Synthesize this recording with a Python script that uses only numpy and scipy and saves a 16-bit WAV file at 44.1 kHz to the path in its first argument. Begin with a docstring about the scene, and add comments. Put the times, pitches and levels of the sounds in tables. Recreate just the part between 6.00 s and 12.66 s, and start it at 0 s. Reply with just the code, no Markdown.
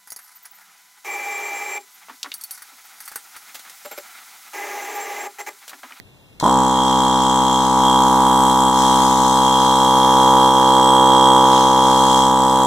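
"""On the pavement of a quiet street, a small piston air compressor is switched on and runs unloaded.
The switch is a short rattle of noise. Then three blows in every crank turn ring the intake, the hose,
the casing and the valve head, each ring a fading sine wave. Air hisses from the valves as shaped noise.
Two unlike microphone ports, close by and moving, hear it all; a few puffs of air thump on them."""
import sys
import numpy as np
from scipy import signal
from scipy.fft import rfft, irfft
from scipy.io import wavfile
from scipy.ndimage import uniform_filter1d

SR = 44100
rng = np.random.default_rng(int(sys.argv[2]) if len(sys.argv) > 2 else 0)


def bounce(signal):
    """Save signal as a 16-bit WAV file at the path given by the first command-line argument."""
    frames = np.transpose(np.atleast_2d(signal))
    limited = np.clip(frames, -1, 1)
    pcm = np.round(limited * 32767).astype(np.int16)
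    wavfile.write(sys.argv[1], SR, pcm)


N = 293706
T = np.arange(N) / SR  # time of every sample, s

# quiet street noise: pitch_hz, level_db (per Hz, relative)
STREET_SPECTRUM = [(18, -40), (30, -4.5), (113, 1), (180, -7.5), (794, -18.5), (2080, -29.5), (2770, -14),
                   (2990, -30), (3500, -24), (4420, -28), (4780, -28), (5170, -29), (15000, -32.5)]
STREET_DB = -47.5
# snaps of the switch: start_s, level_db, t60_s (time to fade by 60 dB)
SWITCH_SNAPS = [(0.4, -19, .02), (0.407, -34, 0.3)]
# resonances of the switch housing: pitch_hz, width_hz, level_db
SWITCH_HOUSING = [(1000, 360, -11), (2110, 270, -11), (4230, 1100, 4), (6100, 2500, 2)]

# the motor starts at ON_S with the crank part way round (turns);
# its speed falls short by a share that fades within about SPIN_UP_S
ON_S, ON_TURN, SHORT, SPIN_UP_S = .4085, .3871, .523, .0533
# running speed creeps up as the pump warms: time_s, speed_turns_per_s
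RUNNING_SPEED = [(0.6, 64.915), (0.9, 64.862), (2, 64.978), (3, 65.147), (3.6, 65.253), (4.1, 65.27),
                 (5, 65.333), (6.1, 65.319), (6.7, 65.405)]
# where in the turn the blows fall: intake opens, its flap bounces, outlet valve slams: place_turns
BLOW_PLACES = [0.0077, 0.2416, .4]
# the outlet valve slams late while the motor is slow: ms at first, turns to settle
LATE_MS, LATE_TURNS = 2.2, 3.2
# the blow before the first full turn is faint; the third turn strikes the casing hardest
FIRST_DB, LURCH_DB = -14, 5
LURCH_AT, LURCH_WIDTH = 2.46, .3  # turns

# Rings of each part: pitch_hz, t60_s, lead_ms (how early it starts),
# then opens_db, bounces_db, slams_db (relative strength for each of the three blows)
INTAKE_RINGS = [(52.3, 0.035, 1.6, -22, -64, -13), (205, 0.009, 1.304, -8, -58, -49)]
HOSE_RINGS = [(358, 0.016, -0.47, -14.5, -10, -58), (518, 0.0085, 0.27, -12, -14, -29.5)]
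CASING_RINGS = [(887.3, 0.02, 0.042, -12.5, -27.5, -77), (988.9, 0.045, -0.015, -29.5, -60.0, -12),
                (1368, 0.007, -0.0123, -59, -11, -25), (1179, 0.0059, -0.287, -19, -6.5, -16.5)]
COVER_RINGS = [(3264, 0.06, -.3, -40, -43, -11.5), (3465, 0.03, -0.35, -30, -51, -22.5),
               (4730, .015, -0.26, -64, -60, -39)]
REED_RINGS = [(7250, 0.014, -0.312, -51, -64, -28)]
FIN_RINGS = [(7850, 0.05, -.7, -52, -59, -25), (8050, .03, -0.51, -92, -60, -39),
             (8400, 0.033, -0.495, -64, -60, -42), (11000, 0.009, -0.54, -60, -60, -40)]

# loudness of the body as the microphones and hands move: time_s, casing_db, intake_db
BODY_LEVELS = [(0.5, -14.5, -26.5), (0.57, -15, -20), (0.74, -17.0, -25.5), (0.94, -16.0, -23.5),
               (1.49, -16.0, -24.5), (1.67, -16.5, -24), (1.86, -14, -24), (2.12, -13.5, -23),
               (3.5, -14.5, -23.5), (3.77, -14.5, -23.5), (4.4, -12, -22.5), (4.53, -13.0, -23.5),
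               (5.37, -12, -22.5), (5.75, -14.0, -24.5), (5.88, -13.5, -23), (6.62, -15.5, -24.5)]
# hose rings against the casing; the lower nearly vanishes around 5 s, the upper changes less:
# time_s, lower_ring_db, upper_ring_db
HOSE_LEVELS = [(.4, -7, -12), (2.2, -9, -20.5), (3.1, -8.5, -18.5), (4.2, -19.5, -18), (5.2, -38, -16),
               (5.7, -24, -16.5), (6.3, -11.5, -15), (6.66, -18, -12.5)]
# the cover's ring, which fades and returns: time_s, level_db
COVER_LEVELS = [(0.5, -33), (0.67, -34), (0.78, -27), (1.58, -27.5), (1.74, -38), (1.87, -22),
                (2.06, -29.5), (2.19, -38.5), (2.28, -29.5), (2.94, -29.0), (3.2, -37.5), (3.45, -27.5),
                (4.6, -27), (5.31, -23.5), (5.54, -28), (6.23, -27), (6.29, -32.5), (6.62, -32)]
# the valve head's rings: time_s, reed_db, fins_db
HEAD_LEVELS = [(0.5, -32.5, -35), (2.14, -34.5, -37), (2.4, -32.5, -29), (3.26, -33.5, -36),
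               (3.79, -36, -33), (3.91, -43, -44), (4.28, -42, -36), (4.61, -41.5, -37), (4.8, -39, -29),
               (5.35, -38, -29), (5.5, -41, -40), (5.75, -42.5, -42), (6.2, -31.5, -32), (6.62, -33.5, -35)]

# valve hiss: pitch_hz, level_db (per Hz, relative)
HISS_SPECTRUM = [(1500, -20), (2500, -15), (3300, -5), (4600, -10.5), (6800, -2.5), (8300, -8.5),
                 (9500, -12), (12000, -18), (15500, -26)]
# rough air in intake and casing: pitch_hz, level_db (per Hz, relative)
RUSH_SPECTRUM = [(30, -16), (150, -16), (600, -10.5), (950, -1.5), (1300, -7), (2000, -16.5), (3300, -14),
                 (6000, -34), (9000, -16), (11200, -15), (15500, -24)]
# valve hiss over time, before its spurts: time_s, level_db
HISS_LEVELS = [(0.5, -33.0), (0.87, -29.5), (2.12, -29.5), (2.67, -30.5), (2.71, -30.5), (2.79, -24.5),
               (2.89, -25), (3.87, -27.5), (5.42, -29.5), (5.56, -24), (5.73, -27.5), (6.19, -25.5),
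               (6.34, -32.0), (6.62, -30.5)]
# top treble of the hiss, above TOP_HZ, against the rest: time_s, level_db
TOP_LEVELS = [(.5, -11), (1.4, -6.5), (2.5, 7), (2.9, 1), (3.5, 0), (4.2, 2.5), (5.6, -4.5), (6.6, 3)]
TOP_HZ = 9500

# the level of the ringing and hiss drops suddenly and recovers: start_s, depth_db
GAIN_DROPS = [(2.52, -1.5), (2.691, -2), (3.13, -1.5), (3.33, -0.5), (3.47, -0.5), (4.49, -1.5)]
BACK_S = 0.11  # the drop shrinks to about a third in this time
# puffs on the microphones: start_s, level_db (before the swing's shape), swings_per_s
AIR_PUFFS = [(3.77, -36, 35), (6.205, -35, 50), (6.548, -33, 80)]

# right port against left: pitch_hz, level_db, lag_half_cycles, likeness of noise (0 to 1)
RIGHT_PORT = [(30, -18, 2, .6), (62, -10, -.5, 0.6), (129, -6.5, -0.02, 0.46), (247, -0.3, -.17, .6),
              (394, 1.5, -.05, 0.4), (1340, 0.5, 0, 0.82), (1885, 4.5, 0.42, 0.57), (2160, 2.5, 1.55, 0.19),
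              (2307, 0.5, 1, 1), (2826, 0.5, 1, 1), (3377, 3, 2.08, 0.92), (3930, 2, 2, 0.6),
              (5420, -4.5, 4, 1), (7240, -16, 4, 0.45), (8220, -13.5, 6, .3), (10100, -10, 7, 0.15),
              (14900, -12, 11, .1)]
# the microphones turn a little: time_s, left_minus_right_db
TURNING = [(.5, 0), (1.7, 1.2), (2.2, -0.1), (3.2, 1.1), (4.2, 0.2), (5.2, -0.95), (5.7, 0.6), (6.66, 0.1)]
EDGE_HZ = 15450  # upper edge of the band


def gain_of(db):
    """Turn decibels into a factor."""
    return 10 ** (np.asarray(db) / 20)


def evened(x):
    """Scale a sound to an average strength (rms) of one."""
    return x / np.sqrt(np.mean(x ** 2) + 1e-20)


def read(points, hz, order=1):
    """Read one column of a table over frequency, on a log axis."""
    points = np.asarray(points)
    return np.interp(np.log(hz + 1), np.log(points[:, 0] + 1), points[:, order])


def curve(rows, order=1):
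    """Read one column of a table over time, joined by straight lines."""
    rows = np.asarray(rows)
    return np.interp(T, rows[:, 0], rows[:, order])


def noise(spectrum, patchy_db):
    """Two unrelated noises of one spectrum, sharing patches that drift louder and softer."""
    hz = np.fft.rfftfreq(1024, 1 / SR)
    a, b, c, d, patches = rng.standard_normal((N // 256 + 5, 513, 5)).T
    patches = uniform_filter1d(patches, 14, 0)  # smooth over frequency
    patches = evened(uniform_filter1d(patches, 20, 1))  # smooth over time
    level_db = read(spectrum, hz)[:, None] + patchy_db * patches
    z = np.array([a + 1j * b, c + 1j * d]) * gain_of(level_db)
    return evened(signal.istft(z, nperseg=1024, noverlap=768)[1][:, :N])


def street():
    """The quiet street: steady, slightly patchy noise, different in each port."""
    return gain_of(STREET_DB) * noise(STREET_SPECTRUM, patchy_db=0.5)


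def switch():
    """The rocker switch snaps over and bounces: short rattles coloured by its housing."""
    hz = np.fft.rfftfreq(N, 1 / SR)
    housing = sum(gain_of(db) / (1 + 2j * (hz - f) / width) for f, width, db in SWITCH_HOUSING)
    rattle = evened(irfft(rfft(rng.standard_normal(N)) * housing, N))
    loudness = 0
    for start, db, t60 in SWITCH_SNAPS:
        # a very quick rise up to the snap, then a fade
        away = np.where(T > start, (T - start) / t60, (start - T) / 0.0046)
        loudness = loudness + gain_of(db - 60 * away)
    return rattle * loudness


def crank():
    """Position of the crank in turns: its speed, slow at first, added up over time."""
    since = np.maximum(T - ON_S, 0)
    spin_up = 1 - SHORT * np.exp(-(since / SPIN_UP_S) ** 2)
    speed = curve(RUNNING_SPEED) * spin_up * (since > 0)
    return ON_TURN + np.cumsum(speed) / SR


def rung(modes, chance, jitter_ms, jitter_db, rise_ms, lurch_db=0):
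    """Every blow, a little early or late and uneven in strength, rings the given modes."""
    turns = crank()
    place = np.arange(len(chance))[:, None] + BLOW_PLACES
    late_ms = LATE_MS * np.exp(-(place / LATE_TURNS) ** 4) * [0, 0, 1]  # outlet valve only
    when = np.interp(place, turns, T) + (jitter_ms * chance[..., 0] + late_ms) / 1000

    lurch = lurch_db * np.exp(-((place - LURCH_AT) / LURCH_WIDTH) ** 2)
    start_db = FIRST_DB * (place < 1) + lurch
    happens = (place >= turns[0]) * (place < turns[-1])
    force = gain_of(jitter_db * chance[..., 1] + start_db) * happens

    t, out = np.arange(3072) / SR, np.zeros(N)
    for hz, t60, lead_ms, *blow_db in modes:
        at = np.maximum((when - lead_ms / 1000) * SR, 0).ravel()
        size = (force * gain_of(blow_db)).ravel()
        # share each blow between the two nearest samples
        whole = at.astype(int)
        part = at - whole
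        train = np.bincount(whole, size * (1 - part), N + SR)
        train = train + np.bincount(whole + 1, size * part, N + SR)
        ring = -gain_of(-60 * t / t60) * np.sin(2 * np.pi * hz * t)  # each blow starts as a suction
        ring = ring * (1 - np.exp(-1000 * t / rise_ms))
        out += signal.oaconvolve(train[:N], ring)[:N]
    return evened(out)


def waver(db, per_s):
    """A slow random drift in dB: a sum of slow waves, the faster ones weaker."""
    slow_t = T[::64]
    drift = 0
    for f in per_s * np.geomspace(1, 10, num=20):
        drift = drift + np.sin(2 * np.pi * (f * slow_t + rng.random())) / np.sqrt(f)
    return db * np.repeat(evened(drift), 64)[:N]


def body(chance):
    """Casing, intake and hose ring with the blows of air, sharing their small unevenness."""
    casing_db = curve(BODY_LEVELS)
    casing = rung(CASING_RINGS, chance, jitter_ms=0.014, jitter_db=0.6, rise_ms=.005, lurch_db=LURCH_DB)
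    intake = rung(INTAKE_RINGS, chance, jitter_ms=.012, jitter_db=0.25, rise_ms=.005)
    out = gain_of(casing_db) * casing + gain_of(curve(BODY_LEVELS, order=2)) * intake
    for k, mode in enumerate(HOSE_RINGS):
        hose = rung([mode], chance, jitter_ms=0.009, jitter_db=0.0, rise_ms=.005)
        out = out + gain_of(casing_db + curve(HOSE_LEVELS, order=k + 1)) * hose
    soften = signal.butter(4, 2100., fs=SR, output="sos")
    return signal.sosfiltfilt(soften, out)  # blows of air have soft edges


def valve_head(chances):
    """Cover, reed and fins: small stiff parts that build up slowly and are struck less evenly."""
    cover = rung(COVER_RINGS, chances[0], jitter_ms=0.012, jitter_db=1.0, rise_ms=0.48)
    reed = rung(REED_RINGS, chances[1], jitter_ms=0.016, jitter_db=2.2, rise_ms=0.25)
    fins = rung(FIN_RINGS, chances[2], jitter_ms=0.01, jitter_db=1.5, rise_ms=.5)
    cover_db = curve(COVER_LEVELS) + waver(db=.4, per_s=1.5)
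    reed_db = curve(HEAD_LEVELS) + waver(db=2.0, per_s=1.5)
    fins_db = curve(HEAD_LEVELS, order=2) + waver(db=1.6, per_s=1.5)
    return gain_of(cover_db) * cover + gain_of(reed_db) * reed + gain_of(fins_db) * fins


def pump():
    """All the ringing parts, with random timing and strength drawn for every blow."""
    air, *metal = rng.standard_normal((4, int(crank()[-1]) + 1, len(BLOW_PLACES), 2))
    return body(air) + valve_head(metal)


def hiss():
    """Air through the valves spurts once a turn, at the outlet slam's usual place; air rushes in the casing."""
    turns = crank()
    since = (turns - BLOW_PLACES[2]) % 1  # turns since that place
    spurt = 1 + 0.9 * np.exp(-since / 0.046) + 0.11 * np.exp(-since / 0.21)
    valves = gain_of(curve(HISS_LEVELS)) * spurt * noise(HISS_SPECTRUM, patchy_db=1.1)
    keep_top = signal.butter(3, TOP_HZ, "highpass", fs=SR, output="sos")
    top = signal.sosfiltfilt(keep_top, valves)
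    top_change = (gain_of(curve(TOP_LEVELS)) - 1) * top

    swell = 1 + .5 * np.exp(-since / 0.11)
    rush = gain_of(curve(BODY_LEVELS) - 19.5) * swell * noise(RUSH_SPECTRUM, patchy_db=1.3)
    faint_start = gain_of(FIRST_DB * np.clip(1.5 - turns, 0, 1))
    return (T > ON_S) * faint_start * (valves + top_change + rush)


def gain_drops():
    """Gain of the sudden drops in level: down within 10 ms, then a smooth recovery."""
    total_db = 0
    for start, db in GAIN_DROPS:
        onset = np.clip((T - start) * 100, 0, 1)
        total_db = total_db + db * np.exp(-np.maximum(T - start, 0) / BACK_S) * onset
    return gain_of(total_db)


def puffs():
    """Moving air pushes both membranes alike for one slow swing."""
    out = 0
    for start, db, hz in AIR_PUFFS:
        u = np.clip((T - start) * hz, 0, 1)  # progress through the swing
        out = out + gain_of(db) * np.sin(2 * np.pi * u) * np.sin(np.pi * u)
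    return out


def ports(same, other=None):
    """Left port takes the sound as it is; the right colours and shifts it, noise only partly alike."""
    hz = np.fft.rfftfreq(N, 1 / SR)
    z = rfft(same)
    if other is not None:
        like = np.clip(read(RIGHT_PORT, hz, order=3), 0, 1)
        z = like * z + np.sqrt(1 - like ** 2) * rfft(other)
    shift = np.exp(-1j * np.pi * read(RIGHT_PORT, hz, order=2))
    z = z * gain_of(read(RIGHT_PORT, hz)) * shift
    return np.array([same, irfft(z, N)])


def scene():
    """Street, switch, ringing and air through the two turning ports, with puffs on top."""
    quiet_street = street()
    drops = gain_drops()
    clear = ports(switch() + drops * pump())
    noisy = ports(*(quiet_street + drops * hiss()))
    balance = gain_of(curve(TURNING) * [[.5], [-.5]])  # half the difference to each side
    return (clear + noisy) * balance + puffs()


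def record(dry):
    """The microphone loses the deep bass, peaks beyond full scale clip; then the band limit."""
    thin = signal.sosfilt(signal.butter(1, 60., "highpass", fs=SR, output="sos"), dry)
    clipped = np.clip(thin, -1, 1)
    band = signal.firwin(511, EDGE_HZ, window=("kaiser", 9), fs=SR)
    return signal.oaconvolve(clipped, band[None], "same")


dry = scene()
out = record(dry)
bounce(out)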